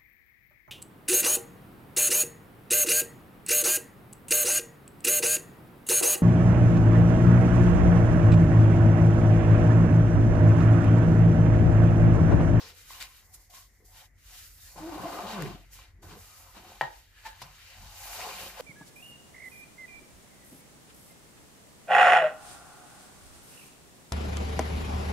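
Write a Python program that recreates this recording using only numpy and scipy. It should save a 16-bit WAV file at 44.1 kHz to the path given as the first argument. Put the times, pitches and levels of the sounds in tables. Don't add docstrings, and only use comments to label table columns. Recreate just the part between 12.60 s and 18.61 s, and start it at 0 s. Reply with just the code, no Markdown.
import sys
import numpy as np
from scipy import signal
from scipy.fft import rfft, irfft, next_fast_len
from scipy.io import wavfile

SR = 44100
rng = np.random.default_rng(int(sys.argv[2]) if len(sys.argv) > 2 else 0)


def wav_record(signal):
    frames = np.transpose(np.atleast_2d(signal))
    bounded = np.clip(frames, -1, 1)
    quanta = np.round(bounded * 32767).astype(np.int16)
    wavfile.write(sys.argv[1], SR, quanta)


def boost(x):
    u = np.asarray(x, float) / 20
    return 10 ** u


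N = 265041
SIZE = next_fast_len(N + SR // 2)
FREQ = np.maximum(np.arange(SIZE // 2 + 1) * SR / SIZE, 1)


def rms_one(x):
    return x / np.sqrt(np.mean(x ** 2) + 1e-20)


def in_time(rows):
    s, *columns = np.transpose(rows)
    return [np.interp(np.arange(N) / SR, s, column) for column in columns]


def at_hz(points, hz):
    point_hz, values = np.array(points)[:, 0], np.array(points)[:, 1]
    return np.interp(np.log(hz), np.log(point_hz), values)


def drift(rate):
    r = np.exp(-80 * np.pi * rate / SR)
    noise = rng.standard_normal(N // 40 + 2002)
    slow = signal.lfilter([1], [1, -2 * r, r * r], noise)[2000:]
    return np.interp(np.arange(N) / 40, np.arange(len(slow)), rms_one(slow))


def ring(clicks, hz, t60):
    r, w = boost(-60 / (t60 * SR)), 2 * np.pi * hz / SR
    return signal.lfilter([0, np.sin(w)], [1, -2 * r * np.cos(w), r * r], clicks + 1e-18)


def friction(per_s, spread_db, grain_share):
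    born = rng.random((2, N)) < per_s * boost(3.0 * drift(15)) / SR
    sizes_db = spread_db * np.minimum(rng.exponential(1, (2, N)), 5)
    catches = born * boost(sizes_db) * rng.choice([-1, 1], (2, N))
    share = np.clip(grain_share, 0, 1)
    return np.sqrt(share) * rms_one(catches) + np.sqrt(1 - share) * rng.standard_normal((2, N))


# (pitch [Hz], likeness [0 to 1])
LIKENESS = [(60, 0.95), (150, 0.89), (380, 0.95), (600, .8), (950, 0.6), (2380, 0.39), (5980, 0.18),
            (15000, 0.12)]
# (pitch [Hz], left minus right [dB])
SIDES = [(60, 0), (180, 1), (550, 0.5), (1650, 2.5), (4970, 1), (15000, -1.5)]


def to_ears(mid, side, alike):
    return np.sqrt(1 + alike) * mid + np.sqrt(1 - alike) * side * [[1], [-1]]


def coloured(pair, shape, patchy_db, count, lead_s=0):
    mid, side = rfft(pair, SIZE) * shape
    alike = np.clip(at_hz(LIKENESS, FREQ), 0, 1)
    lean = boost(at_hz(SIDES, FREQ) / 2)
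    right_delay = np.exp(-2j * np.pi * FREQ * lead_s)
    ears = to_ears(mid, side, alike) * [lean, right_delay / lean]
    share = np.cumsum(shape ** 2 / FREQ)
    place = share / share[-1] * (count - 1)
    total = 0
    for k in range(count):
        band = irfft(ears * np.clip(1 - abs(place - k), 0, 1), SIZE)[:, :N]
        total = total + band * boost(patchy_db * (drift(20.3) + drift(3.3)))
    return rms_one(total)


def flanks_db(t, peak, rise, fall):
    before, after = (peak - t) / np.maximum(rise, 1e-3), (t - peak) / np.maximum(fall, 1e-3)
    far = np.where(t < peak, before, after)
    return -10 * (far ** 1.57 + 0.02 * far ** 4)


COARSE_SWING = 1.176


def gestures(rows):
    t = np.arange(0, N + 32, 32) / SR
    peak, rise, fall, db, coarse_db = np.transpose(rows)[:, :, None]
    flanks = flanks_db(t, peak, rise, fall)
    fine = boost(2 * (db + flanks))
    coarse = boost(2 * (db + coarse_db + COARSE_SWING * flanks))
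    levels = [10 * np.log10(power.sum(axis=0) + 1e-12) for power in (fine, coarse)]
    return [np.interp(np.arange(N) / SR, t, level) for level in levels]


# (time [s], level [dB])
RUMBLE = [(0, -56.5), (.84, -62), (2.2, -54.5), (3.5, -56), (4.5, -60), (5.1, -59), (5.25, -47),
          (5.38, -57.5), (6.01, -59)]
# (pitch [Hz], level [dB per Hz])
HUM = [(13, -34.5), (22, -32), (43, 9), (65, -7), (97, 0.5), (110, -15.5), (118, -16), (144, -12.5),
       (163, -48), (300, -27), (390, -62), (660, -120)]
# (pitch [Hz], level [dB per Hz])
AIR = [(150, -3), (300, -12), (500, -12), (1100, -19), (1500, -17), (1800, -8.5), (1950, -4.5),
       (2120, -5.5), (2600, -24.5), (4000, -36), (6900, -35), (8800, -39), (15500, -40)]
AIR_DB = -71


def background():
    rumble = coloured(rng.standard_normal((2, N)), boost(at_hz(HUM, FREQ)), patchy_db=0.3, count=3)
    air_shape = boost(at_hz(AIR, FREQ)) / (1 + (120 / FREQ) ** 4)
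    air = coloured(rng.standard_normal((2, N)), air_shape, patchy_db=0.5, count=1)
    return boost(in_time(RUMBLE)[0]) * rumble + boost(AIR_DB) * air


# (time [s], board level [dB], weave level [dB])
JOLTS = [
    (4.215, -32, -36),
    (4.818, -45.5, -43),
]
JOLT_RISE_S, JOLT_FILM_DB = 0.0017, -25.5
SHEET_FALL_S = 0.0071
# (peak time [s], rise [s], fall
# [s], film hiss level [dB], weave above film [dB])
SHEET_RUBS = [(0, .02, .04, -57, 2), (.088, 0.081, 0.049, -59.5, 9), (.18, 0.046, 0.19, -58.5, 2.5),
              (.308, 0.037, 0.2, -54, 4), (.415, 0.017, 0.05, -54, 13.5), (.58, .12, 0.063, -61, 1.5),
              (.66, 0.03, 0.02, -64, -10), (.748, 0.017, 0.018, -52, -12), (.82, 0.17, 0.07, -63, -11),
              (.903, 0.0057, 0.043, -57.5, -7), (.95, 0.022, 0.093, -52.5, -2), (1.17, .1, 0.13, -72, -20),
              (1.255, 0.01, 0.17, -61, -19), (1.45, .03, .025, -64, 4), (1.39, 0.059, 0.05, -55.5, 0.5),
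              (1.585, .008, 0.088, -72.5, 2), (1.68, 0.046, 0.087, -63, -2), (1.79, 0.13, 0.14, -53, -0.5),
              (2.08, 0.15, 0.1, -53.5, -6.5),
              (2.18, 0.018, 0.71, -59, 7), (2.557, 0.23, 0.21, -54.5, 7.5), (2.72, 0.064, 0.087, -55, 14),
               (2.823, 0.042, .13, -58, 13), (3.04, .08, .06, -71.5, 0), (3.135, 0.019, 0.078, -54, -7),
               (3.219, 0.097, 0.072, -67, 11.5), (3.431, 0.0091, .1, -60, 0.5),
               (3.52, 0.066, 0.082, -60.5, 7), (3.62, 0.076, 0.51, -56.5, -2.5),
               (3.98, 0.047, 0.041, -65, 14), (4.1, 0.12, 0.3, -63.5, 8.5),
               (4.225, 0.0045, 0.067, -72.5, 24), (4.38, 0.11, 0.075, -64, 4.5), (4.6, 0.082, 0.85, -69, 7),
               (4.663, 0.018, 0.06, -59, 12.5), (4.815, .03, .06, -63.5, 9.5), (5.2, 0.58, 1, -60.5, 7),
               (5.55, 0.19, 0.088, -45.5, 0.5), (5.62, 0.066, 0.35, -49.5, 8.5),
               (5.85, 0.13, 0.092, -49, -3), (6.01, 0.052, 0.046, -52.5, 8)]
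# (pitch [Hz], level [dB per Hz])
FILM = [(1470, -47), (2500, -8), (3100, -7), (3370, -3), (3780, -2.5), (4830, 4.5), (6930, 6), (8920, 1.5),
        (12000, 5.5), (15600, 3.5)]
# (pitch [Hz], level [dB per Hz])
WEAVE = [(700, -11.5), (1200, -5), (1900, 1.5), (2600, -1), (3200, -1.5), (4200, -2.5), (6000, -7),
         (9000, -14.5)]
FILM_LEAD_S = 4.5e-5


def sheets():
    jolts = [(s, JOLT_RISE_S, SHEET_FALL_S, db + JOLT_FILM_DB, -JOLT_FILM_DB) for s, _, db in JOLTS]
    film_db, weave_db = gestures(SHEET_RUBS + jolts)
    mode_hz = np.exp(rng.uniform(np.log(1200), np.log(8000), 40))
    modes = sum(1 / (1 + ((FREQ / hz - 1) / 0.009) ** 2) for hz in mode_hz)
    film_shape = boost(at_hz(FILM, FREQ))
    weave_shape = boost(at_hz(WEAVE, FREQ)) * np.sqrt(0.4 + modes)
    film = coloured(friction(9000, 3.7, 0.31), film_shape, patchy_db=1.0, count=4, lead_s=FILM_LEAD_S)
    weave = coloured(friction(3000, 3.5, 0.4), weave_shape, patchy_db=1.3, count=6, lead_s=FILM_LEAD_S)
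    return boost(film_db + 4.5) * film + boost(weave_db - 0.18) * weave


# (peak time [s], rise [s], fall [s], board level [dB],
# thud above board [dB])
TABLE_RUBS = [(0, 0.022, .12, -51.5, -4), (.308, .004, 0.055, -58, -4), (.42, 0.08, 0.07, -56, -28),
              (.79, 0.24, 0.049, -64, -5), (.95, .03, 0.16, -72, -7), (1.215, 0.021, 0.072, -74, 12),
              (1.42, 0.092, 0.04, -55.5, -21), (1.72, 0.039, 0.09, -60.5, -29),
              (2.162, .003, .03, -49.5, 0.5), (2.189, 0.019, 0.083, -42, 0), (2.43, .15, 0.1, -39.5, -0.5),
         (2.58, 0.15, 0.17, -40, -2), (2.79, 0.37, 0.08, -36, -11), (2.88, 0.061, 0.1, -47, 5),
         (3.201, 0.081, 0.085, -59.5, -4), (3.435, 0.009, 0.17, -49.5, 3.5),
         (3.57, 0.12, 0.011, -54.5, 12.5), (3.88, 0.22, 0.046, -57.5, -10), (3.968, 0.023, 0.059, -46, 1.5),
         (4.128, 0.2, 0.064, -51, -6), (4.668, 0.019, 0.03, -44, -28), (4.72, 0.13, .1, -59.5, -14),
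         (4.9, 0.1, 0.07, -59.5, -4), (5.3, 0.24, 0.32, -53.5, -16), (5.657, 0.17, 0.13, -38.5, -11.5),
         (5.835, 0.15, 0.094, -44.5, -2.5), (6.01, 0.069, .04, -42, -21)]
# (pitch [Hz], width [Hz], level [dB])
BOARD = [(535, 17.4, -1.5), (731, 42, -1), (839, 30, -7.5), (889, 30, -4), (1040, 87, -5.5),
         (1168, 12.4, -6.5), (1504, 67, -10.5)]
# (pitch [Hz], level [dB per Hz])
THUD = [(60, -26), (120, -15.5), (190, 1.5), (260, -10), (330, -1), (430, -4), (600, -52.5)]
BOARD_FALL_S, JOLT_THUD_DB = 0.044, -14


def table():
    jolts = [(s, JOLT_RISE_S, BOARD_FALL_S, db, JOLT_THUD_DB) for s, db, _ in JOLTS]
    board_db, thud_db = gestures(TABLE_RUBS + jolts)
    powers = [boost(2 * db) / (1 + (2 * (FREQ - hz) / width) ** 2) for hz, width, db in BOARD]
    modes = np.sqrt(sum(powers)) ** 0.76
    board_shape = modes / (1 + (520 / FREQ) ** 4) / (1 + (FREQ / 2200) ** 2)
    board = coloured(friction(2000, 3.0, 0.3), board_shape, patchy_db=2.0, count=6)
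    thud = coloured(friction(400, 3.2, 0.97), boost(at_hz(THUD, FREQ)), patchy_db=2.8, count=4)
    return boost(board_db - 4.5) * board + boost(thud_db - 8.0) * thud


# (peak time [s], rise [s], fall [s], pitch [Hz], level
# [dB])
HOLLOWS = [(.007, 0.011, 0.13, 480, -56), (.35, 0.05, 0.17, 1055, -59.5), (.41, .02, .07, 2100, -71),
           (.97, 0.047, 0.072, 1070, -61), (.905, 0.0052, 0.1, 727, -62.5),
           (1.22, 0.017, 0.036, 467, -69.5), (1.34, 0.081, 0.11, 730, -70), (2.08, .08, 0.037, 1740, -64),
           (2.04, .05, 0.044, 3700, -67), (2.11, .05, .04, 4300, -64), (2.19, .012, 0.044, 180, -51),
           (2.165, .004, .05, 345, -53), (3.89, .015, .02, 1000, -60), (3.525, .02, .025, 950, -56),
           (2.95, .02, .03, 190, -55), (2.39, .03, .03, 755, -48), (2.59, 0.1, 0.11, 1220, -45),
           (2.6, 0.25, 0.21, 534, -50.5), (2.55, 0.13, 0.33, 716, -45.5), (2.41, 0.018, 0.033, 145, -42),
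           (2.845, 0.055, 0.056, 424, -44.5), (2.9, 0.034, 0.034, 353, -51.5), (4.222, .006, .05, 140, -49),
           (2.335, 0.022, .03, 875, -47), (2.9, 0.086, 0.057, 195, -47), (3.5, 0.1, 0.062, 105, -54),
           (3.6, .14, 0.014, 189, -56.5), (3.73, 0.11, 0.46, 1250, -65), (4.24, 0.012, 0.04, 845, -42),
           (4.6, 0.093, 0.08, 1700, -62), (4.7, 0.04, 0.09, 1690, -59), (4.846, 0.035, 0.069, 130, -54),
           (5.246, 0.072, 0.039, 210, -63.5), (5.5, 0.27, 0.29, 837, -56), (5.718, 0.12, 0.015, 434, -51.5),
           (6.002, 0.0055, .1, 538, -39.5)]
# (peak time [s], rise [s], fall [s], pitch [Hz], level [dB])
CRUMPLES = [(0.021, 0.069, 0.088, 4940, -48.5), (.423, 0.03, 0.013, 5800, -51),
            (4.823, 0.0066, 0.021, 5100, -46), (1.14, .08, .09, 7000, -73), (.744, .007, .011, 8100, -51.5),
            (.744, .007, .012, 10900, -55)]
HOLLOW_WIDTH_HZ, CRUMPLE_WIDTH_HZ = 87, 1000


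def hollows():
    out = np.zeros((2, N + SR))
    for rows, width_hz in (HOLLOWS, HOLLOW_WIDTH_HZ), (CRUMPLES, CRUMPLE_WIDTH_HZ):
        for peak, rise, fall, hz, db in rows:
            i = round(max(peak - 0.5, 0) * SR)
            t = (i + np.arange(SR)) / SR
            t60 = np.log(1000) / np.pi / (1.5 * width_hz * np.sqrt(hz / 1000))
            mid, side = ring(ring(rng.standard_normal((2, SR)), hz, t60), hz, t60)
            alike = np.clip(at_hz(LIKENESS, hz), 0, 1)
            ears = rms_one(to_ears(mid, side, alike))
            lean_db = at_hz(SIDES, hz) / 2 * np.array([[1], [-1]])
            out[:, i:i + SR] += ears * boost(db + flanks_db(t, peak, rise, fall) + lean_db)
    return out[:, :N]


# (time [s], peak level [dB], pitch [Hz], pan to left [dB])
POPS = [(0.306, -38, 1050, 4), (0.897, -58, 726, 0.5), (0.939, -47, 1060, -5), (1.203, -57.5, 433, 2.0),
        (2.158, -45.5, 553, 0.5), (2.177, -39.5, 736, 0.5), (3.19, -44, 1060, 1.5), (3.429, -49, 720, 4),
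        (3.57, -44.5, 468, -1), (3.956, -57, 810, -2), (4.119, -42, 780, -0.5), (2.293, -35, 708, 5),
        (2.381, -33, 748, 2.5), (2.434, -32, 720, 2.5), (2.501, -33, 724, 3)]
# (time [s], peak level [dB], pitch [Hz], pan to left [dB])
TICKS = [(0.397, -46, 3000, 3.0), (0.4043, -34, 3600, 4), (0.4095, -35, 3700, 4), (0.412, -35, 2150, 2),
         (.4176, -46, 3300, 3), (.4235, -41, 2500, 1), (0.4255, -29, 3770, 3), (.4262, -32.5, 2100, 5),
         (.455, -42, 3000, 3), (2.823, -30.5, 1820, 6), (4.821, -38.5, 3640, -1), (4.8255, -39, 4000, 1),
         (4.8285, -42, 2400, 0), (5.532, -35, 1610, 4), (5.578, -39, 3330, 2), (5.606, -32, 1940, 1.0),
         (5.6149, -30, 2510, 0)]
# (time [s], peak level [dB], pitch [Hz], pan to left [dB])
CRACKS = [
    (4.8181, -30, 950, 1.0),
    (4.8234, -31, 1000, 1.0),
]


def pops():
    out, span = np.zeros((2, N)), 2000
    click, fade = np.eye(1, span)[0], np.arange(span) / SR
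    for rows, cycles, crackle_db in (POPS, 24.0, -15.0), (TICKS, 18.0, -5.0), (CRACKS, 6.5, -12.0):
        for s, db, hz, pan_db in rows:
            crackle = signal.lfilter([1, 0, -0.6], [1, -0.35], rng.standard_normal(span))
            crackle = crackle * boost(crackle_db - 60 * fade / 0.0054)
            overtone = 0.15 * ring(click, 1.94 * hz, 7.3 / hz)
            pop = boost(db) * (ring(click, hz, cycles / hz) + overtone + crackle)
            no_bass = signal.butter(2, hz / 2, "high", fs=SR, output="sos")
            pop = signal.sosfilt(no_bass, pop)
            i = round(s * SR)
            out[:, i:i + span] -= pop * boost([[pan_db / 2], [-pan_db / 2]])
    return out


ROOM_T60_S, ROOM_DB, WALL_CUT_HZ = 0.4, -15, 1700


def room(x):
    lags = rng.uniform(0.013, 0.04, (2, 8))
    t60 = ROOM_T60_S / np.sqrt(1 + (FREQ / WALL_CUT_HZ) ** 2)
    out = []
    for ear in lags:
        loops = [boost(-60 * lag / t60) * np.exp(-2j * np.pi * FREQ * lag) for lag in ear]
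        out.append(sum((-1) ** k * g / (1 - g) for k, g in enumerate(loops)))
    return irfft(rfft(x, SIZE) * out, SIZE)[:, :N]


def slips(rows, second_db, third_db, wobble):
    hz, level_db = in_time(rows)
    t = np.arange(N) / SR
    fade_in = np.clip((t - rows[0][0]) / 0.0068, 0, 1)
    fade_out = np.clip((rows[-1][0] - t) / 0.0044, 0, 1)
    phase = 2 * np.pi * np.cumsum(hz * (1 + wobble * drift(36.6))) / SR
    second = boost(second_db + 0.91 * drift(40)) * np.cos(2 * phase)
    third = boost(third_db + 2.2 * drift(28.7)) * np.sin(3 * phase)
    wave = np.sin(phase) + second + third
    return np.sqrt(2) * fade_in * fade_out * boost(level_db + 1.2 * drift(30)) * wave


# (time [s], slip rate [Hz], level [dB])
GROANS = [
    [(2.2, 323, -51), (2.232, 306, -40), (2.268, 332, -39), (2.296, 350, -41), (2.32, 304, -46),
     (2.334, 300, -40), (2.346, 306, -48), (2.36, 307, -38), (2.392, 380, -56)],
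    [(2.43, 290, -55), (2.455, 325, -40), (2.475, 360, -49), (2.49, 300, -47), (2.51, 290, -56),
     (2.53, 285, -48), (2.562, 307, -47), (2.59, 310, -62)],
]
# (time [s], slip rate [Hz], level [dB])
SKID = [(2.66, 240, -56), (2.72, 228.3, -52), (2.74, 217, -42), (2.796, 174, -36), (2.808, 164, -41.5),
        (2.822, 150, -35), (2.84, 138, -38.5), (2.87, 114.2, -51), (2.95, 75, -54)]
# (start [s], end [s], slip rate [Hz], level [dB], overtone [dB])
CHIRPS = [
    (2.448, 2.472, 696.5, -33.5, -24),
    (4.647, 4.677, 860, -41, -8),
]


def groans():
    out = sum(slips(rows, -12, -23, 0.0251) for rows in GROANS) + slips(SKID, -9, -14, 0.037)
    for start, end, hz, db, overtone_db in CHIRPS:
        swell = [(start, hz, db - 9), (end - 0.012, hz, db), (end, hz, db)]
        out += slips(swell, overtone_db, -22, 0.0298)
    return out


# (time [s], peak level [dB])
SNAPS = [(4.211, -15.5), (4.217, -24), (4.2217, -32), (4.2337, -34), (4.2395, -32)]
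# (pitch [Hz], level [dB], time to fade 60 dB [s])
SNAP_MODES = [(720, -40, 0.054), (795, -23, 0.097), (904, 1.5, 0.048), (974, -12, 0.057),
              (1320, -13, 0.043), (1756, -4.5, 0.042), (1890, 5.5, 0.026), (2310, -2.5, 0.015),
              (2680, -8, 0.013), (3010, 2, 0.0085), (4730, -9, 0.0058)]


def snap():
    clicks = np.zeros(N)
    for s, db in SNAPS:
        clicks[round(s * SR)] = boost(db)
    soft = np.exp(-2 * np.pi * 1500 / SR)
    clicks = signal.lfilter([(1 - soft) ** 2], [1, -2 * soft, soft ** 2], clicks + 1e-18)
    rings = sum(boost(db) * ring(clicks, hz, t60) for hz, db, t60 in SNAP_MODES)
    no_bass = signal.butter(2, 700, "high", fs=SR, output="sos")
    return -signal.sosfilt(no_bass, rings) * boost([[1.5], [-1.5]])


def scene():
    sharp = snap() + pops() + groans() * boost([[0.4], [-0.4]])
    echo = boost(ROOM_DB) * room(sharp.mean(axis=0))
    return background() + sheets() + table() + hollows() + sharp + echo


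def low_pass(x):
    return signal.sosfilt(signal.butter(12, 15750, fs=SR, output="sos"), x)


def record(dry):
    band = signal.butter(4, [36, 15900], "band", fs=SR, output="sos")
    top = signal.cheby2(12, 60, 16100, fs=SR, output="sos")
    mix = signal.sosfilt(np.vstack([band, top]), dry)
    return low_pass(mix)


dry = scene()
out = record(dry)
wav_record(out)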